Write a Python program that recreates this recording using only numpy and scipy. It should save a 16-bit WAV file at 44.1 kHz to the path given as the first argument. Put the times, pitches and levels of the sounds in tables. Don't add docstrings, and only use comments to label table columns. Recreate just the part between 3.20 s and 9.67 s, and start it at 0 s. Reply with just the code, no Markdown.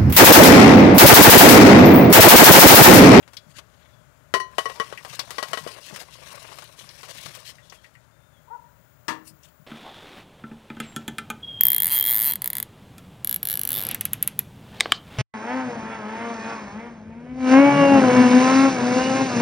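import sys
import numpy as np
from scipy import signal
from scipy.fft import rfft, irfft, next_fast_len
from scipy.io import wavfile
from scipy.ndimage import uniform_filter1d

SR = 44100
rng = np.random.default_rng(int(sys.argv[2]) if len(sys.argv) > 2 else 0)


def put_to_file(sound):
    columns = np.atleast_2d(sound).T
    safe = np.clip(columns, -1, 1)
    whole_steps = np.round(safe * 32767)
    wavfile.write(sys.argv[1], SR, whole_steps.astype(np.int16))


N = 285131

# freq_hz, level_db
AIR_SPECTRUM = [(15, -78), (25, -26), (59, 5.5), (113, -9), (221, -8), (260, -8), (322, -11), (614, -13),
                (762, -12), (1410, -10.5), (2700, -22), (3530, -23.5), (3830, -25.5), (10600, -29.5),
                (15500, -30)]
# centre_hz, width_hz, level_db
HUM_BANDS = [(74.4, 7.6, -71), (115.6, 9.1, -67), (601, 96, -69), (1410, 190, -78), (6940, 1200, -78)]
# start_s, level_db, centre_hz
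CLINKS = [(0.028, -55.5, 2630), (0.1684, -35, 4070), (1.672, -51, 2440), (1.7752, -40, 2280),
          (1.9943, -27, 4360), (3.6903, -43.5, 4460), (3.981, -41.5, 2770), (4.384, -55.5, 2060),
          (4.4986, -45.5, 4970), (4.524, -53.5, 2270), (4.6445, -53, 2060), (4.752, -55, 2050),
          (6.233, -57.5, 5550)]
CLIP_MODES = [(1895, 19, 0.14), (2000, 20.5, 0.075), (2390, -24, 0.08), (2330, -8, 0.098),
              (2800, -18, 0.066), (3380, 18, 0.073), (3400, -1, 0.045), (3816, -16, 0.036),
              (4100, -16, 0.035), (4500, -5, 0.027), (5100, -37, .08), (5730, 25, 0.015)]
# start_s, level_db, tilt_db_per_octave
FRY_TAPS = [(0.078, -48, -2.5), (.134, -47.5, -0.5), (.386, -42, -2), (1.849, -37, -2.5),
            (1.993, -30, -0.5), (2.1065, -33, 0), (2.2853, -42, 1), (2.7254, -40.5, -12.5),
            (2.7613, -36, 0.5), (3.386, -40.5, 0), (3.4225, -44.5, -1), (3.8319, -41, -1.5),
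            (3.983, -46, 1), (4.0612, -37.5, 0), (4.151, -40, 2), (4.524, -46.5, -3.5)]
# freq_hz, level_db
TAP_SPECTRUM = [(60, -5), (250, -4.5), (550, 7.5), (800, 8.5), (1100, 11.5), (1600, 7.5), (3200, 5.5),
                (5000, 4), (8000, 1), (15500, -7.5)]
# start_s, length_s, level_db, tilt_db_per_octave
SCRAPES = [(0.084, 0.13, -58, 4), (0.257, 0.11, -63.5, -1), (0.334, 0.082, -46, -3),
           (0.386, 0.5, -66.5, -7), (6.037, 0.1, -50, 6), (6.187, 0.14, -61, 1.5)]
# start_s, level_db
BUMPS = [(0.265, -44), (0.366, -49), (2.293, -45), (2.409, -43), (2.724, -62), (3.63, -48.5), (3.97, -49.5),
         (4.055, -41), (6.108, -47), (6.398, -47.5)]
# start_s, length_s, pitch_hz, level_db
WHISTLES = [(0.598, 0.28, 3420, -71), (4.42, 0.18, 3460, -64.5), (4.92, 0.28, 3600, -73.5)]
# start_s, ring_db, clatter_db, pressure (0-1), tilt_db_per_octave
RIM_STRIKES = [(1.1395, -16.5, -19, 0.17, -2.5), (1.160, -37.5, -32, 0.1, -8.5),
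               (1.2, -27, -40.5, 0.05, -0.5), (1.3828, -22, -24, 0.9, -2), (1.4558, -22, -33.5, 0.97, -3.5),
               (1.498, -36, -40.5, 0.56, -2), (1.599, -20, -26, 0.99, -4), (1.62, -52, -49, 1, -1),
               (1.7256, -40.5, -39, 1, -3.5), (2.1827, -28, -28, 0.86, -2.5),
               (2.2277, -32.5, -31, 0.67, -0.5), (2.3323, -28.5, -27, 0.87, -2),
               (2.3737, -31.5, -32.5, 0.74, -2.5), (2.4649, -55, -34.5, 0.9, -9),
               (2.474, -39.5, -41.5, 0.45, -1)]
# pitch_hz, rise_hz (under full pressure), level_db, t60_s
BOWL_MODES = [(381, 68, -16, 0.14), (1027.7, 75.5, -3, 0.48), (1920, 8, 0, 0.17), (3003, -1.5, -3.5, 0.081),
              (2980, 15, -8, 0.24), (2700, -13, -36, 0.119), (4300, -4, -23, 0.2), (4110, 18, -24, 0.3),
              (4600, -13, -15, 0.14), (5590, 40, -9, 0.14), (5950, -14, -16, 0.24), (8740, -5, -16, 0.08),
              (9550, -2, -23, 0.1), (9530, 3, -14, 0.11)]
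# freq_hz, level_db
BASKET_SPECTRUM = [(60, -20), (200, -6.5), (290, -11.5), (420, -1), (650, 4), (900, -4), (1250, 3),
                   (1700, -2), (2500, -6), (4400, -5), (7000, -12), (10000, -14), (15500, -25)]
# freq_hz, t60_s
BASKET_DECAY = [(200, 0.052), (1200, .1), (4000, 0.11), (14000, 0.14)]
# time_s, level_db
FLOW = [(1.301, -66), (1.42, -51.5), (1.65, -52), (2.079, -53), (2.42, -46.5), (2.53, -47.5),
        (2.612, -54.5), (2.76, -46.5), (2.87, -55.5), (3.0, -53), (3.1, -49), (3.4, -49.5), (3.5, -57),
        (3.68, -53.5), (3.78, -49), (4.14, -50), (4.42, -64.5), (4.85, -74)]
# middle_s, length_s, level_db
SLIPS = [(1.925, 0.17, -47.5), (2.692, 0.1, -47), (2.809, 0.042, -43.5), (2.94, 0.043, -55),
         (3.203, 0.02, -48), (3.615, 0.076, -48), (3.904, 0.05, -44.5), (4.055, 0.24, -49),
         (4.284, 0.1, -46), (4.547, 0.089, -57.5), (4.655, 0.054, -60.5)]
# freq_hz, level_db
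RUSTLE_SPECTRUM = [(880, -59), (1500, -5), (2490, -4), (2800, 0), (3650, -2), (5670, -3.5), (7670, -8.5),
                   (9600, -8), (14600, -18), (15500, -20)]
# freq_hz, level_db
TUMBLE_SPECTRUM = [(120, -62), (200, -8), (365, -2), (424, -1), (597, 6.5), (744, -1.5), (1130, 4.5),
                   (1280, -3.5), (2200, -4), (2860, -6), (4840, -120)]
# start_s, length_s, top_pitch_hz, level_db
YAPS = [(1.54, .085, 487, -54), (5.274, 0.028, 494, -45.5), (5.298, 0.082, 485.3, -41.5)]
YAP_HARMONICS_DB = [-10, 8.5, -6.5, -22]
# start_s, ring_db, clatter_db
LANDING = (5.8819, -36.5, -28.5)
# pitch_hz, level_db, t60_s
POT_MODES = [(316, -1.5, 0.52), (422, -27, 0.42), (614, -3, 0.17), (930, 4.5, 0.25), (1056, 2, 0.26),
             (1160, 0, 0.31), (1430, -18, .23), (1680, -1.5, 0.28), (1790, 0.5, 0.28), (1980, -4, 0.29),
             (2820, -3, 0.22), (3240, -10, .18), (3460, -7.5, 0.19), (4700, -6, 0.16), (5330, 13, 0.02),
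             (6040, -6, .12)]
# freq_hz, level_db
POT_SPECTRUM = [(60, -22), (200, -5), (320, -10), (450, -9.5), (700, -12.5), (1000, -0.5), (1800, -6),
                (3000, -12.5), (5500, -17), (8000, -18.5), (15500, -32)]
# freq_hz, t60_s
POT_DECAY = [(200, 0.46), (1200, 0.22), (4000, 0.19), (14000, 0.15)]
# freq_hz, t60_s
GARDEN_DECAY = [(200, 0.68), (1000, 0.44), (4000, 0.44), (14000, 0.054)]


def amp(db):
    return 10 ** (np.asarray(db) / 20)


def unit(x):
    return x / np.sqrt(np.mean(x ** 2) + 1e-20)


def read(points, hz):
    freq_hz, value = np.transpose(points)
    return np.interp(np.log(hz + 1), np.log(freq_hz + 1), value)


def add(mix, start_s, sound):
    part = mix[max(round(start_s * SR), 0):][:len(sound)]
    part += sound[:len(part)]


def colour(x, spectrum, tilt_db=0):
    hz = abs(np.fft.fftfreq(2048, 1 / SR))
    log_gain = np.log(amp(read(spectrum, hz) + tilt_db * np.log2(np.maximum(hz, 250))))
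    taps = np.fft.ifft(np.exp(signal.hilbert(log_gain).conj())).real[:len(hz) // 2]
    return signal.fftconvolve(x, taps / np.linalg.norm(taps))[:len(x)]


def band(centre_hz, width_hz):
    size = next_fast_len(N, True)
    hz = np.fft.rfftfreq(size, 1 / SR)
    bell = np.exp(-2 * ((hz - centre_hz) / width_hz) ** 2)
    return unit(irfft(rfft(rng.standard_normal(size)) * bell, size)[:N])


def drift(per_s):
    knots = rng.uniform(-1, 1, N // 50)
    return unit(np.interp(np.arange(N) / SR * per_s, np.arange(len(knots)), knots))


def ring(hz, db, t60_s, rise_s):
    t = np.arange(SR // 2) / SR
    decay = np.exp(-np.log(1000) * t / t60_s[:, None])
    modes = amp(db)[:, None] * decay * np.sin(2 * np.pi * hz[:, None] * t)
    return modes.sum(0) * (1 - np.exp(-t / rise_s))


def dying_noise(decay):
    hz, t, bands = signal.stft(rng.standard_normal(SR // 2), SR, nperseg=128)
    return signal.istft(bands * 1000. 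** (-t / read(decay, hz)[:, None]), SR, nperseg=128)[1]


def early_reflections(x):
    out = x.copy()
    for delay_s, db in [(0.0022, -54.5), (0.0082, -20), (0.0108, -22)]:
        add(out, delay_s, amp(db) * x)
    return out


def impact(decay, spectrum, click, tilt_db=0, chatter=0, chatter_s=0.0015):
    x = dying_noise(decay)
    x *= 1 + chatter * np.exp(-np.arange(len(x)) / SR / chatter_s)
    x[0] = click
    return colour(early_reflections(x), spectrum, tilt_db)


def grains(per_s, spread_db, clump_db):
    size = amp(spread_db * np.minimum(rng.exponential(1, N), 4.5)) * rng.choice([-1, 1], N)
    clicks = unit(size * (rng.random(N) < per_s / SR))
    return unit((clicks + rng.standard_normal(N)) * amp(clump_db * drift(per_s=90)))


def shifting_colour(x, depth_db, width_bins):
    bands = signal.stft(x, SR, nperseg=512)[2]
    across_pitch = uniform_filter1d(rng.standard_normal(bands.shape), width_bins, axis=0)
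    patches = unit(uniform_filter1d(across_pitch, 9, axis=1))
    return unit(signal.istft(bands * amp(depth_db * np.tanh(patches)), SR, nperseg=512)[1][:N])


def voice(hz, harmonics_db, waver):
    turns = np.cumsum(hz * (1 + waver * drift(per_s=250)[:len(hz)])) / SR
    return unit(sum(amp(db) * np.sin(2 * np.pi * k * turns) for k, db in enumerate(harmonics_db, 1)))


def ambience(fade_db_per_s=0.45, hiss_start_s=4.8):
    t = np.arange(N) / SR
    air = amp(-61) * unit(colour(rng.standard_normal(N), AIR_SPECTRUM))
    rumble = band(141.5, 58) * amp(-66 + 2 * drift(per_s=17))
    hum = sum(amp(db) * band(hz, width_hz) for hz, width_hz, db in HUM_BANDS)
    insect = band(9500, 500) * amp(-88 + 4 * drift(per_s=16))
    hiss = band(15200, 1300) * amp(-69) * np.clip(t - hiss_start_s, 0, 1)
    return (air + hum) * amp(-fade_db_per_s * t) + rumble + insect + hiss


def oil_ticks(per_s=42, spread_db=0.5):
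    size = amp(spread_db * np.minimum(rng.exponential(1, N), 4))
    pops = size * (rng.random(N) < per_s / SR)
    return amp(-81.5) * unit(colour(pops, TAP_SPECTRUM, tilt_db=10))


def clip_clinks(ring_db=-17.5, octave_loss_db=60):
    out = np.zeros(N)
    hz, mode_db, t60_s = np.transpose(CLIP_MODES)
    for start_s, level_db, centre_hz in CLINKS:
        loss_db = octave_loss_db * np.log2(hz / centre_hz) ** 2
        add(out, start_s, ring(hz, level_db + ring_db + mode_db - loss_db, t60_s, rise_s=0.00022))
        grit_hz = centre_hz * np.array([0.25, 0.47, 1.03, 1.28, 1.57, 7.5])
        grit = list(zip(grit_hz, [-30, -15, 0, 0, -14, -25]))
        add(out, start_s, amp(level_db) * impact([(1000, 0.13), (8000, 0.04)], grit, click=1.2))
    return out


def fry_taps():
    out = np.zeros(N)
    for start_s, level_db, tilt_db in FRY_TAPS:
        tap = impact([(300, 0.088), (8000, 0.072)], TAP_SPECTRUM, click=7.7, tilt_db=tilt_db)
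        add(out, start_s, amp(level_db) * tap)
    return out


def basket_scrapes():
    out = np.zeros(N)
    grit = shifting_colour(grains(per_s=1700, spread_db=1.5, clump_db=4.5), depth_db=-5.5, width_bins=8)
    for start_s, length_s, level_db, tilt_db in SCRAPES:
        piece = grit[round(start_s * SR):][:round(length_s * SR)]
        rub = unit(colour(piece, RUSTLE_SPECTRUM, tilt_db))
        add(out, start_s, amp(level_db) * rub * signal.windows.hann(len(rub)))
    return out


def bumps(pitch_hz=151.3, t60_s=0.19):
    out = np.zeros(N)
    hz = pitch_hz * np.array([0.8, 1, 1.25])
    for start_s, level_db in BUMPS:
        add(out, start_s, ring(hz, level_db + np.array([-6, 0, -6]), np.full(3, t60_s), rise_s=0.0049))
    return out


def bird_whistles(hold_share=0.62, slur_share=0.3, pitch_drop=0.078, flutter_db=5.5):
    out = np.zeros(N)
    for start_s, length_s, pitch_hz, level_db in WHISTLES:
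        progress = np.linspace(0, 1, round(length_s * SR))
        hz = pitch_hz * (1 - pitch_drop * np.clip((progress - hold_share) / slur_share, 0, 1))
        swell_db = np.interp(progress, [0, hold_share, 1], [-9, 0, -5])
        level = amp(level_db + swell_db + flutter_db * drift(per_s=57)[:len(hz)])
        add(out, start_s, level * signal.windows.tukey(len(hz), 0.1) * voice(hz, [0], waver=0.0095))
    return out


def rim_strikes(choke_per_s=1.62, settle_s=0.034, glass_tilt_db=-1):
    out = np.zeros(N)
    hz, rise_hz, mode_db, t60_s = np.transpose(BOWL_MODES)
    for start_s, ring_db, clatter_db, pressure, tilt_db in RIM_STRIKES:
        spot_db = -5 * np.cos(2 * np.pi * rng.random(len(hz))) * (hz > hz[2])
        levels_db = ring_db + mode_db + spot_db + (tilt_db + glass_tilt_db) * np.log2(hz / hz[1])
        choked_t60_s = 1 / (1 / t60_s + choke_per_s * pressure)
        glass = ring(hz + pressure * rise_hz, levels_db, choked_t60_s, rise_s=0.0014)
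        settling = np.exp(-pressure * (np.arange(len(glass)) / SR / settle_s) ** 2)
        add(out, start_s, glass * settling)
        clatter = impact(BASKET_DECAY, BASKET_SPECTRUM, click=1.6, tilt_db=tilt_db, chatter=amp(4))
        add(out, start_s, amp(clatter_db) * clatter)
    return signal.sosfilt(signal.butter(2, 220, "high", fs=SR, output="sos"), out)


def sliding_fries(cushion_db_per_s=1.92):
    t = np.arange(N) / SR
    time_s, flow_db = np.transpose(FLOW)
    flow = amp(np.interp(t, time_s, flow_db)) * (t > time_s[0]) * (t < time_s[-1])
    slips = np.zeros(N)
    for middle_s, length_s, level_db in SLIPS:
        add(slips, middle_s - length_s / 2, amp(level_db) * signal.windows.cosine(round(length_s * SR)))
    rustle = colour(grains(per_s=1200, spread_db=0, clump_db=2.5), RUSTLE_SPECTRUM)
    tumble = colour(grains(per_s=340, spread_db=1.5, clump_db=4.5), TUMBLE_SPECTRUM)
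    rustle = shifting_colour(rustle, depth_db=4.5, width_bins=4)
    tumble = shifting_colour(tumble, depth_db=4, width_bins=3)
    thump = band(141, 64) * amp(-11.5 + 2.7 * drift(per_s=25))
    rubbing = np.hypot(amp(-1.5) * flow, slips)
    falling = np.hypot(flow, amp(-4.5) * slips)
    cushion = amp(-cushion_db_per_s * (t - time_s[0]))
    return (rustle + crust_crackle()) * rubbing + (tumble + thump) * falling * cushion


def crust_crackle(per_s=64, decay_s=0.003):
    t = np.arange(SR // 25) / SR
    snaps = rng.exponential(1, N) * (rng.random(N) < per_s / SR)
    bursts = signal.fftconvolve(snaps, np.exp(-t / decay_s))[:N] * rng.standard_normal(N)
    return amp(-10.5) * unit(colour(bursts, RUSTLE_SPECTRUM, tilt_db=8.5))


def dog_yaps(top_share=0.613, pitch_rise=0.16, pitch_fall=0.25, attack_s=0.015, release_s=0.033):
    out = np.zeros(N)
    for start_s, length_s, top_hz, level_db in YAPS:
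        t = np.arange(0, length_s, 1 / SR)
        from_top = np.interp(t / length_s, [0, top_share, 1], [-1, 0, 1])
        hz = top_hz * (1 - np.where(from_top < 0, pitch_rise, pitch_fall) * from_top ** 2)
        envelope = np.minimum(t / attack_s, 1) * np.minimum((length_s - t) / release_s, 1)
        add(out, start_s, amp(level_db) * envelope * voice(hz, YAP_HARMONICS_DB, waver=0.015))
    return out


def basket_landing():
    out = np.zeros(N)
    start_s, ring_db, clatter_db = LANDING
    hz, mode_db, t60_s = np.transpose(POT_MODES)
    add(out, start_s, ring(hz, ring_db + mode_db, t60_s, rise_s=0.0015))
    add(out, start_s, amp(clatter_db) * impact(POT_DECAY, POT_SPECTRUM, click=2, chatter=0.53))
    return out


def garden_echo(x):
    tail = dying_noise(GARDEN_DECAY)
    return signal.fftconvolve(x, tail / np.linalg.norm(tail))[:N]


def scene():
    near = rim_strikes() + basket_landing() + fry_taps() + clip_clinks()
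    near = near + sliding_fries() + basket_scrapes() + bumps() + oil_ticks()
    dog, bird = dog_yaps(), bird_whistles()
    echo = garden_echo(amp(-23) * near + amp(-9.5) * dog + amp(-10.5) * bird)
    left = near + dog + bird + echo + ambience()
    return np.array([left, np.zeros(N)])


def record(dry, gain_db=7, low_cut_hz=45, ceiling=1.5, high_cut_hz=15750):
    x = signal.sosfilt(signal.butter(2, low_cut_hz, "high", fs=SR, output="sos"), amp(gain_db) * dry)
    x = ceiling * np.tanh(x / ceiling)
    lowpass = signal.firwin(401, high_cut_hz, window=("kaiser", 8), fs=SR)
    return signal.oaconvolve(x, lowpass[None], "same")


dry = scene()
out = record(dry)
put_to_file(out)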